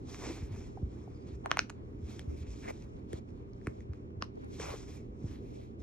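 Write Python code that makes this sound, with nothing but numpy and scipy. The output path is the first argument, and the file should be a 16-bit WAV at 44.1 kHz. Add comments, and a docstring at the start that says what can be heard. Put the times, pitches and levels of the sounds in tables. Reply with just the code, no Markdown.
"""Domes of a soft silicone sheet snap through under fingertips, each a short falling pop.
The sheet flexes with low thumps, skin sticks and slips on it, and hand and sheet brush the bedding.
All of it is close to a pair of microphone ports, where the moving hand stirs the air.
A low hum and rumble fill the small room."""
import sys
import numpy as np
from scipy import signal
from scipy.fft import rfft, irfft
from scipy.io import wavfile

SR = 44100
rng = np.random.default_rng(int(sys.argv[2]) if len(sys.argv) > 2 else 0)


def transcribe(u):
    """Save the signal u as a 16-bit wav file named by the first command-line argument.

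    u: samples, shape (n,) or (channels, n), limited to [-1, 1]; the rate is SR.
    q: integer samples, one column per channel.
    """
    v = np.clip(np.atleast_2d(u).T, -1, 1)
    q = np.round(v * 32767).astype(np.int16)
    wavfile.write(sys.argv[1], SR, q)


N = 256662

# dome snaps: t/s, level/dB, pocket f/Hz, glide/ratio, t60/cycles, wall f/Hz, wall/dB, snap f/Hz, snap/dB,
# fizz/dB, left-right/dB; wall, snap and fizz re level
POPS = [(0.145, -45, 940, 1.5, 4.9, 2330, 4.5, 5350, -3, -14, -4),
        (0.773, -40.5, 770, 0.17, 22, 3000, -48, 5500, -49, -50, 4),
        (1.0762, -45.5, 730, 0.52, 13, 3000, -43, 5500, -42, -40, 2),
        (1.4590, -26, 606, 4.9, 3.7, 2370, -6.5, 6400, -18.5, -13, -0.5),
        (1.5146, -14, 1160, 3.1, 6.7, 3160, -5, 5780, -11, -20.5, -0.5),
        (1.571, -20.5, 765, 4.07, 4.4, 1990, -4, 6300, -19.5, -11.5, -0.5),
        (1.5915, -17.5, 1427, 0.57, 11.4, 2460, 0.5, 5740, -0.5, -21, 0),
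        (1.697, -41.5, 870, 2.2, 5.3, 2700, 0.5, 5990, -3, -2, -2),
        (1.701, -34, 1317, 0.33, 3.8, 2530, -14, 6760, -7, -6, 0),
        (2.1937, -38.5, 1810, 0.32, 5.3, 3230, -0.5, 5560, -8, -1, -1),
        (2.823, -58, 2360, 0.3, 8.6, 2860, -12, 6300, 3.5, -0.5, -2),
        (3.131, -41.5, 1740, 0.47, 7.3, 3250, -4, 6500, -10, 5.5, 2.5),
        (3.289, -70, 1600, 0.5, 4.2, 3000, -3, 5000, -1, -10, 0),
        (3.534, -77, 2020, 0.21, 5.3, 3030, -20.5, 5640, 18.5, 4, 1),
        (3.614, -55.5, 1665, 0.72, 7.6, 2200, -3.5, 5480, -18.5, -24, 5),
        (3.6704, -28, 1110, 1.66, 3.8, 2350, -5, 5830, -21.5, -12.5, 0),
        (3.806, -52.5, 1990, 0.14, 19, 3500, -9, 6310, -6.5, -10.5, -0.5),
        (3.934, -49.5, 1154, 2.1, 7.3, 2420, -4.5, 5530, -10.5, -12, 1.5),
        (4.105, -60.5, 987, 1.6, 5.4, 3050, -14.5, 5520, -14, -13.5, -4),
        (4.2233, -25.5, 1100, 1.06, 8.4, 2770, -5.5, 5400, -3, -20.5, 0),
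        (4.242, -63.5, 2400, 0.3, 5, 4000, 7.5, 5740, 11, 4, 2),
        (4.356, -75, 2390, 0.3, 5, 4600, 4, 6200, 5, 1.5, 3.5),
        (4.445, -71, 2400, 0.3, 5, 4630, 1, 6200, 4, 17, 1),
        (4.599, -40.5, 1580, 0.92, 17, 3030, -8, 5400, -11, -1, -2.5)]
# sheet flexes: t/s, level/dB, final f/Hz, t60/s
THUMPS = [(0.272, -36.5, 297, 0.02), (0.297, -33.5, 290, 0.049), (0.309, -34, 290, 0.027),
          (0.425, -29, 60.5, 0.089), (0.504, -34.5, 98.4, 0.22), (0.827, -25, 64, 0.1),
          (0.867, -36, 63, 0.077), (1.322, -35, 65.3, 0.19), (2.028, -33, 68.4, 0.085),
          (2.274, -29.5, 73.4, 0.21), (2.405, -36.5, 74.4, 0.25), (2.478, -33, 56, 0.22),
          (3.1312, -31.5, 317, 0.024), (3.137, -29.5, 71, 0.039), (3.6709, -30.5, 266, 0.022),
          (3.675, -27, 59.4, 0.028), (3.784, -36.5, 82, 0.11), (3.892, -32, 78.2, 0.15),
          (4.169, -37, 92, 0.11), (4.2236, -35.5, 196, 0.017), (4.598, -34.5, 414, 0.024),
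          (4.738, -36, 410, 0.022), (5.241, -26.5, 82, 0.06), (5.31, -37, 69, 0.064)]
# fingertip drags: start t/s, end t/s, level/dB, centre f/Hz, band edge/centre
SCRAPES = [(0.225, 0.328, -53, 422, 1.24), (1.14, 1.257, -80, 4730, 0.66), (1.067, 1.26, -86, 4940, 1.07),
           (2.621, 2.695, -57.5, 1880, 1.25), (2.677, 2.715, -48, 2040, 1.13),
           (2.683, 2.715, -52.5, 1040, 1.38), (4.596, 4.751, -56, 1150, 1.2),
           (4.597, 4.74, -56, 2350, 1.18), (4.63, 4.76, -60, 550, 1.07), (4.715, 4.755, -56, 940, 1.2),
           (5.268, 5.382, -69.5, 2030, 1.6)]
# strokes over cloth: hold from t/s, hold to t/s, bright level/dB, dull level/dB, swell/s, fade/s
# swell and fade per 20 dB, floored at 0.02 s
STROKES = [(0.092, 0.162, -57.5, -57, 0.04, -0.04), (0.244, 0.292, -51.5, -50.5, 0.17, 0.2436),
           (0.353, 0.355, -70, -60.5, 0.46, 0.36), (0.406, 0.513, -71.5, -78, 0.5, -0.13),
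           (0.52, 0.608, -62.5, -66.5, -0.96, 0.13), (0.644, 0.666, -68.5, -67, 0.2, 0.14),
           (0.77, 0.785, -78.5, -70.5, 0.04, 0.6), (0.922, 1.01, -74, -69.5, 0.1, 1.5),
           (1.272, 1.357, -68.5, -73.5, -0.3, 0), (1.97, 2.026, -81, -71, 1.3, 8),
           (2.103, 2.116, -59.5, -63, 0.1, 0.2), (2.2, 2.216, -67, -76.5, -9, 0),
           (2.294, 2.34, -69, -81, -0.7, 0.5), (2.373, 2.43, -64.5, -76.5, 0, -0.08),
           (2.47, 2.584, -65.5, -69, -0.35, 0.46), (2.632, 2.67, -62.5, -66, 0.1, -0.03),
           (2.685, 2.708, -55, -53.5, -0.01, -0.09), (2.733, 2.845, -68.5, -69.5, 0.46, -0.12),
           (2.96, 2.994, -76.5, -83.5, -4, -0.03), (3.092, 3.127, -72, -75, -0.34, -0.05),
           (3.13, 3.186, -63.5, -64, 0.025, -0.07), (3.64, 3.67, -78.5, -77, -0.13, 0.07),
           (3.285, 3.308, -79, -75, 0.03, -0.9), (3.364, 3.432, -81, -80, 0.1, -0.05),
           (3.696, 3.828, -77, -81.5, 0.3, -0.1), (3.945, 3.956, -77.5, -73, 0.04, 0.17),
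           (4.407, 4.495, -74.5, -79.5, 0.14, 0.6), (4.542, 4.567, -60.5, -70.5, 0.07, 0.07),
           (4.603, 4.728, -52, -52.5, 0.0334, 0.11), (4.767, 4.81, -61.5, -66.5, 0.15, 0.17),
           (4.883, 4.968, -60.5, -67.5, 0, 0.09), (5.272, 5.367, -66.5, -68, 0.15, 0.14),
           (5.43, 5.507, -70, -78, 0, 0.2), (5.54, 5.641, -69, -76.5, 0, 0.1),
           (5.799, 5.83, -71.5, -78.5, 0, 0.1)]
# cloth friction spectra, bright and dull: f/Hz, level/dB
CLOTH_BRIGHT = [(1500, -19), (1900, -5.5), (2400, 3), (2800, -3.5), (3300, 1), (4200, 0.5), (4800, -2),
                (5500, 3), (6500, 0), (7800, -1), (9000, -7.5), (11000, -12.5), (12400, -12), (13500, -18),
                (15500, -20), (16500, -38.5)]
CLOTH_DULL = [(220, -17.5), (400, 10.5), (560, 2), (780, 2), (1100, 0.5), (1600, -5.5), (2300, -10.5),
              (3000, -34)]
# edges of the hiss bands: f/Hz
HISS_EDGES_HZ = [1000, 2800, 4800, 8500, 16000]
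# air stirred by the hand: start t/s, end t/s, level/dB, centre f/Hz
STIRS = [(0.205, 0.346, -52, 400), (1.433, 1.485, -41.5, 600), (1.489, 1.557, -44, 790),
         (1.565, 1.606, -45, 750), (2.235, 2.366, -48, 250), (2.64, 2.72, -42.5, 450), (3.1, 3.2, -48, 403),
         (3.68, 3.8, -51, 348), (4.207, 4.248, -46, 900), (4.35, 4.556, -49, 300), (4.401, 4.52, -59, 720),
         (4.585, 4.77, -48.5, 600), (5.5, 5.618, -51.5, 347)]
# left port's lead on near sounds: f/Hz, phase/rad
PORT_LEAD = [(300, .1), (2000, .4), (3400, 1.4), (5500, 1.6), (7600, 2.2), (8600, 2.9), (10400, 3.3),
             (11700, 3.9), (13700, 4.2), (16000, 5.7)]
# room rumble spectra, in phase and opposed at the ports: f/Hz, level/dB
RUMBLE_COMMON = [(12, -39.5), (20, -12.5), (38, 0.5), (70, 0), (143, -8), (221, -5), (308, -8), (341, -7.5),
                 (369, -10.5), (398, -8), (716, -35), (1110, -47), (3500, -66), (5540, -63.5), (9000, -81),
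                 (11700, -109), (19800, -120)]
RUMBLE_OPPOSED = [(12, -51), (20, -20), (60, -13.5), (98, -3.5), (249, -14.5), (397, -10.5), (551, -15),
                  (1220, -24), (1480, -33), (2290, -35.5), (3100, -39.5), (4080, -47), (14000, -65.5)]
# hum tones: f/Hz, width/Hz, level/dB
HUM = [(83.25, 5, -55), (118.7, 1.8, -54.5), (232.2, 8, -64.5), (300.4, 8, -63), (393.4, 3, -63)]


def pops():
    """A dome's air pocket rings, falling as it opens; wall, snap, rim, fizz and a low push join it."""
    push_hz, rim_hz, fizz_peak_s, silicone_top_hz = 558, 4150, 0.00069, 11800
    push = falling_ring(push_hz, t60_s=0.0053, rise_s=0.00065, glide=0.54, glide_s=0.001)
    rim = falling_ring(rim_hz, t60_s=0.0028, rise_s=0.00034, glide=0.2, glide_s=0.00037)
    age = np.arange(300) / SR / fizz_peak_s
    bursts = rng.standard_normal((len(POPS), len(age))) * age * np.exp(1 - age)
    fizzes = butter(bursts, [7300, 10900], "band")
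    out = np.zeros((2, N))
    for pop, fizz in zip(POPS, fizzes):
        at_s, db, hz, glide, cycles, wall_hz, wall_db, snap_hz, snap_db, fizz_db, pan_db = pop
        pocket = falling_ring(hz, t60_s=cycles / hz, rise_s=0.45 / hz, glide=glide, glide_s=0.4 / hz)
        wall = falling_ring(wall_hz, t60_s=0.0036, rise_s=0.00045, glide=0.13, glide_s=0.00053)
        snap = falling_ring(snap_hz, t60_s=0.0026, rise_s=0.00031, glide=0.078, glide_s=0.00023)
        sides = from_db(db + np.array([[pan_db], [-pan_db]]) / 2)
        rings = [(-pocket, 0), (push, -12.5), (wall, wall_db), (-snap, snap_db), (rim, snap_db - 3.5)]
        for ring, ring_db in rings:
            add(out, sides * from_db(ring_db) * ring, at_s)
        add(out, sides * from_db(fizz_db) * fizz, at_s - 0.0005)
    out = butter(out, silicone_top_hz, order=5)
    thin = butter(out, [1400, 6500], "band")
    pre_tick = from_db(-23) * np.roll(thin, -round(0.0076 * SR), axis=1)
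    bounce = from_db(-20.5) * np.roll(out, round(0.0028 * SR), axis=1)   # off hand and bedding
    wall_echo = from_db(-22.5) * np.roll(thin, round(0.0102 * SR), axis=1)
    return out + pre_tick + bounce + wall_echo


def thumps():
    """The slack sheet swings, slowing as it settles; a harder flex starts tauter."""
    taut_hz, doubling_db = 260, 9
    out = np.zeros(N)
    for at_s, db, hz, t60_s in THUMPS:
        excess_hz = taut_hz * 2 ** ((db + 30) / doubling_db)
        ring = falling_ring(hz, t60_s, rise_s=0.0033, glide=excess_hz / hz, glide_s=0.0028)
        add(out, from_db(db) * ring, at_s)
    return out * from_db([[-0.3], [0.3]])


def scrapes():
    """Skin sticks and slips on the sheet; each slip rings a resonance."""
    slips_per_s, attack_s, release_s = 900, 0.0063, 0.017
    t, out = np.arange(N) / SR, np.zeros(N)
    slips = (rng.random(N) < slips_per_s / SR) * rng.standard_normal(N)
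    slips += 0.098 * rng.standard_normal(N)
    for start_s, end_s, db, hz, edge_ratio in SCRAPES:
        envelope = np.clip(np.minimum((t - start_s) / attack_s, (end_s - t) / release_s), 0, 1)
        out += from_db(db) * envelope * unit_band(slips, hz, max(edge_ratio, 1.07))
    return out


def brushing_gains():
    """Bright and dull gains: strokes, a jolt of the sheet per pop and faint resting rub add in power."""
    jolt_bright_db, jolt_dull_db, jolt_swell_s, jolt_fade_s = -35.5, -35, 0.017, 0.054
    rest_bright_db, rest_dull_db = -95.5, -81
    jolts = [(at_s, at_s, db + snap_db + jolt_bright_db, db + jolt_dull_db, jolt_swell_s, jolt_fade_s)
             for at_s, db, *_, snap_db, _fizz_db, _pan_db in POPS]
    t = np.arange(0, N, 64) / SR
    power = from_db([[rest_bright_db], [rest_dull_db]]) ** 2
    for start_s, end_s, bright_db, dull_db, swell_s, fade_s in STROKES + jolts:
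        before = (start_s - t) / max(swell_s, 0.02)
        after = (t - end_s) / max(fade_s, 0.02)
        drop_db = 20 * np.clip(np.maximum(before, after), 0, None)
        power = power + from_db(np.array([[bright_db], [dull_db]]) - drop_db) ** 2
    return [np.interp(np.arange(N) / SR, t, gain) for gain in np.sqrt(power)]


def brushing():
    """Cloth rubbing: a dense, grainy hiss, with random level flicker added per band."""
    bright_gain, dull_gain = brushing_gains()
    grains = rng.standard_normal((3, N)) * from_db(3.5 * rng.standard_normal((3, N)))
    cloth = grains[0] + from_db(-31.5) * grains[1:]   # one shared spot, a wider patch per port
    spectrum, hz = rfft(coloured(cloth, CLOTH_BRIGHT)), np.fft.rfftfreq(N, 1 / SR)
    bright = np.zeros((2, N))
    for low_hz, high_hz in zip(HISS_EDGES_HZ, HISS_EDGES_HZ[1:]):
        flicker = from_db(2.0 * drift(7.2) + 0.38 * drift(35))
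        bright += flicker * irfft(spectrum * (hz >= low_hz) * (hz < high_hz), N)
    dull = from_db(2.1 * drift(18)) * coloured(cloth, CLOTH_DULL)
    return bright_gain * bright + dull_gain * dull


def air_stirs():
    """Air moved by the hand pushes one port as it pulls the other: lumpy low noise."""
    ramp_s = 0.012
    t, out = np.arange(N) / SR, np.zeros(N)
    air = rng.standard_normal(N) * from_db(3.3 * drift(48))
    for start_s, end_s, db, hz in STIRS:
        envelope = np.clip(np.minimum(t - start_s, end_s - t) / ramp_s, 0, 1)
        out += from_db(db) * envelope * unit_band(air, hz, edge_ratio=1.6)
    return out * [[1], [-1]]


def room_reverb(x):
    """Wall reflections build into a short, dense stereo tail."""
    build_s, low_t60_s, high_t60_s, split_hz = 0.0071, 0.15, 0.18, 1000
    t = np.arange(int(0.4 * SR)) / SR
    noise = rng.standard_normal((2, len(t))) * (1 - np.exp(-(t / build_s) ** 2))
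    noise = butter(noise, 6500)   # bedding absorbs the top
    low = butter(noise, split_hz, order=1)
    tail = low * from_db(-60 * t / low_t60_s) + (noise - low) * from_db(-60 * t / high_t60_s)
    tail /= np.sqrt(np.sum(tail ** 2) / 2)
    return signal.fftconvolve(x[None], tail, axes=1)[:, :N]


def rumble_and_hum():
    """Lumpy room rumble and wavering hum tones; the low mids lean right."""
    common_db, opposed_db, lean_db, lean_hz = -47.5, -54.5, 5, 260
    noise = rng.standard_normal((2, N))
    common = from_db(common_db + 1.3 * drift(4)) * coloured(noise[0], RUMBLE_COMMON)
    opposed = from_db(opposed_db + 0.7 * drift(3.6)) * coloured(noise[1], RUMBLE_OPPOSED)
    for hz, width_hz, db in HUM:
        turns = np.cumsum(hz + width_hz / 2 * drift(6)) / SR
        common += np.sqrt(2) * from_db(db + 0.29 * drift(0.99)) * np.sin(2 * np.pi * turns)
    low_mids = np.exp(-(np.log(np.fft.rfftfreq(N, 1 / SR) / lean_hz + 1e-9) / 0.38) ** 2)
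    lean = from_db(lean_db / 2 * low_mids * [[-1], [1]])
    return irfft(rfft(common + opposed * [[1], [-1]]) * lean, N)


def at_ports(x):
    """Near sounds reach the left port first; the ports are in antiphase around 10 kHz."""
    hz, lead_rad = np.transpose(PORT_LEAD)
    lag = np.exp(-1j * np.interp(np.fft.rfftfreq(N, 1 / SR), hz, lead_rad))
    return np.array([x[0], irfft(rfft(x[1]) * lag, N)])


def falling_ring(hz, t60_s, rise_s, glide, glide_s):
    """Damped sine sagging from hz * (1 + glide) to hz; peak 1."""
    t = np.arange(int(1.2 * t60_s * SR) + 8) / SR
    turns = hz * (t + glide * glide_s * (1 - np.exp(-t / glide_s)))
    envelope = (1 - np.exp(-t / rise_s)) ** 2 * from_db(-60 * t / t60_s)
    ring = envelope * np.sin(2 * np.pi * turns)
    return ring / np.max(np.abs(ring))


def coloured(x, spectrum):
    """x shaped by an (f/Hz, level/dB) table; rms 1."""
    table_hz, table_db = np.transpose(spectrum)
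    hz = np.maximum(np.fft.rfftfreq(N, 1 / SR), 1)
    gain_db = np.interp(np.log(hz), np.log(table_hz), table_db, left=-120, right=-120)
    return unit_rms(irfft(rfft(x) * from_db(gain_db), N))


def drift(corner_hz):
    """Slow random wander; rms 1."""
    poles = [1, -np.exp(-2 * np.pi * corner_hz / SR)]
    smoothed = signal.lfilter([1], poles, rng.standard_normal(N + SR))
    return unit_rms(signal.lfilter([1], poles, smoothed)[SR:])


def butter(x, hz, kind="low", order=2):
    return signal.sosfilt(signal.butter(order, hz, kind, fs=SR, output="sos"), x)


def unit_band(x, hz, edge_ratio):
    return unit_rms(butter(x, [hz / edge_ratio, hz * edge_ratio], "band"))


def unit_rms(x):
    return x / np.sqrt(np.mean(x ** 2) + 1e-20)


def from_db(db):
    return 10 ** (np.asarray(db) / 20)


def add(track, sound, at_s):
    start = round(at_s * SR)
    track[..., start:start + sound.shape[-1]] += sound[..., :N - start]


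def scene():
    """Stereo mix; only the pops feed the reverb."""
    domes = pops()
    reverb = from_db(-21) * room_reverb(domes.mean(axis=0))
    near = at_ports(domes + reverb + brushing() + scrapes())
    return near + thumps() + rumble_and_hum() + air_stirs()


def record(dry):
    """Microphone: deep bass dropped, top cut steeply."""
    bass_hz, stop_hz = 38, 16400
    top_cut = signal.cheby2(12, 70, stop_hz, fs=SR, output="sos")
    return signal.sosfilt(top_cut, butter(dry, bass_hz, "high"))


dry = scene()
out = record(dry)
transcribe(out)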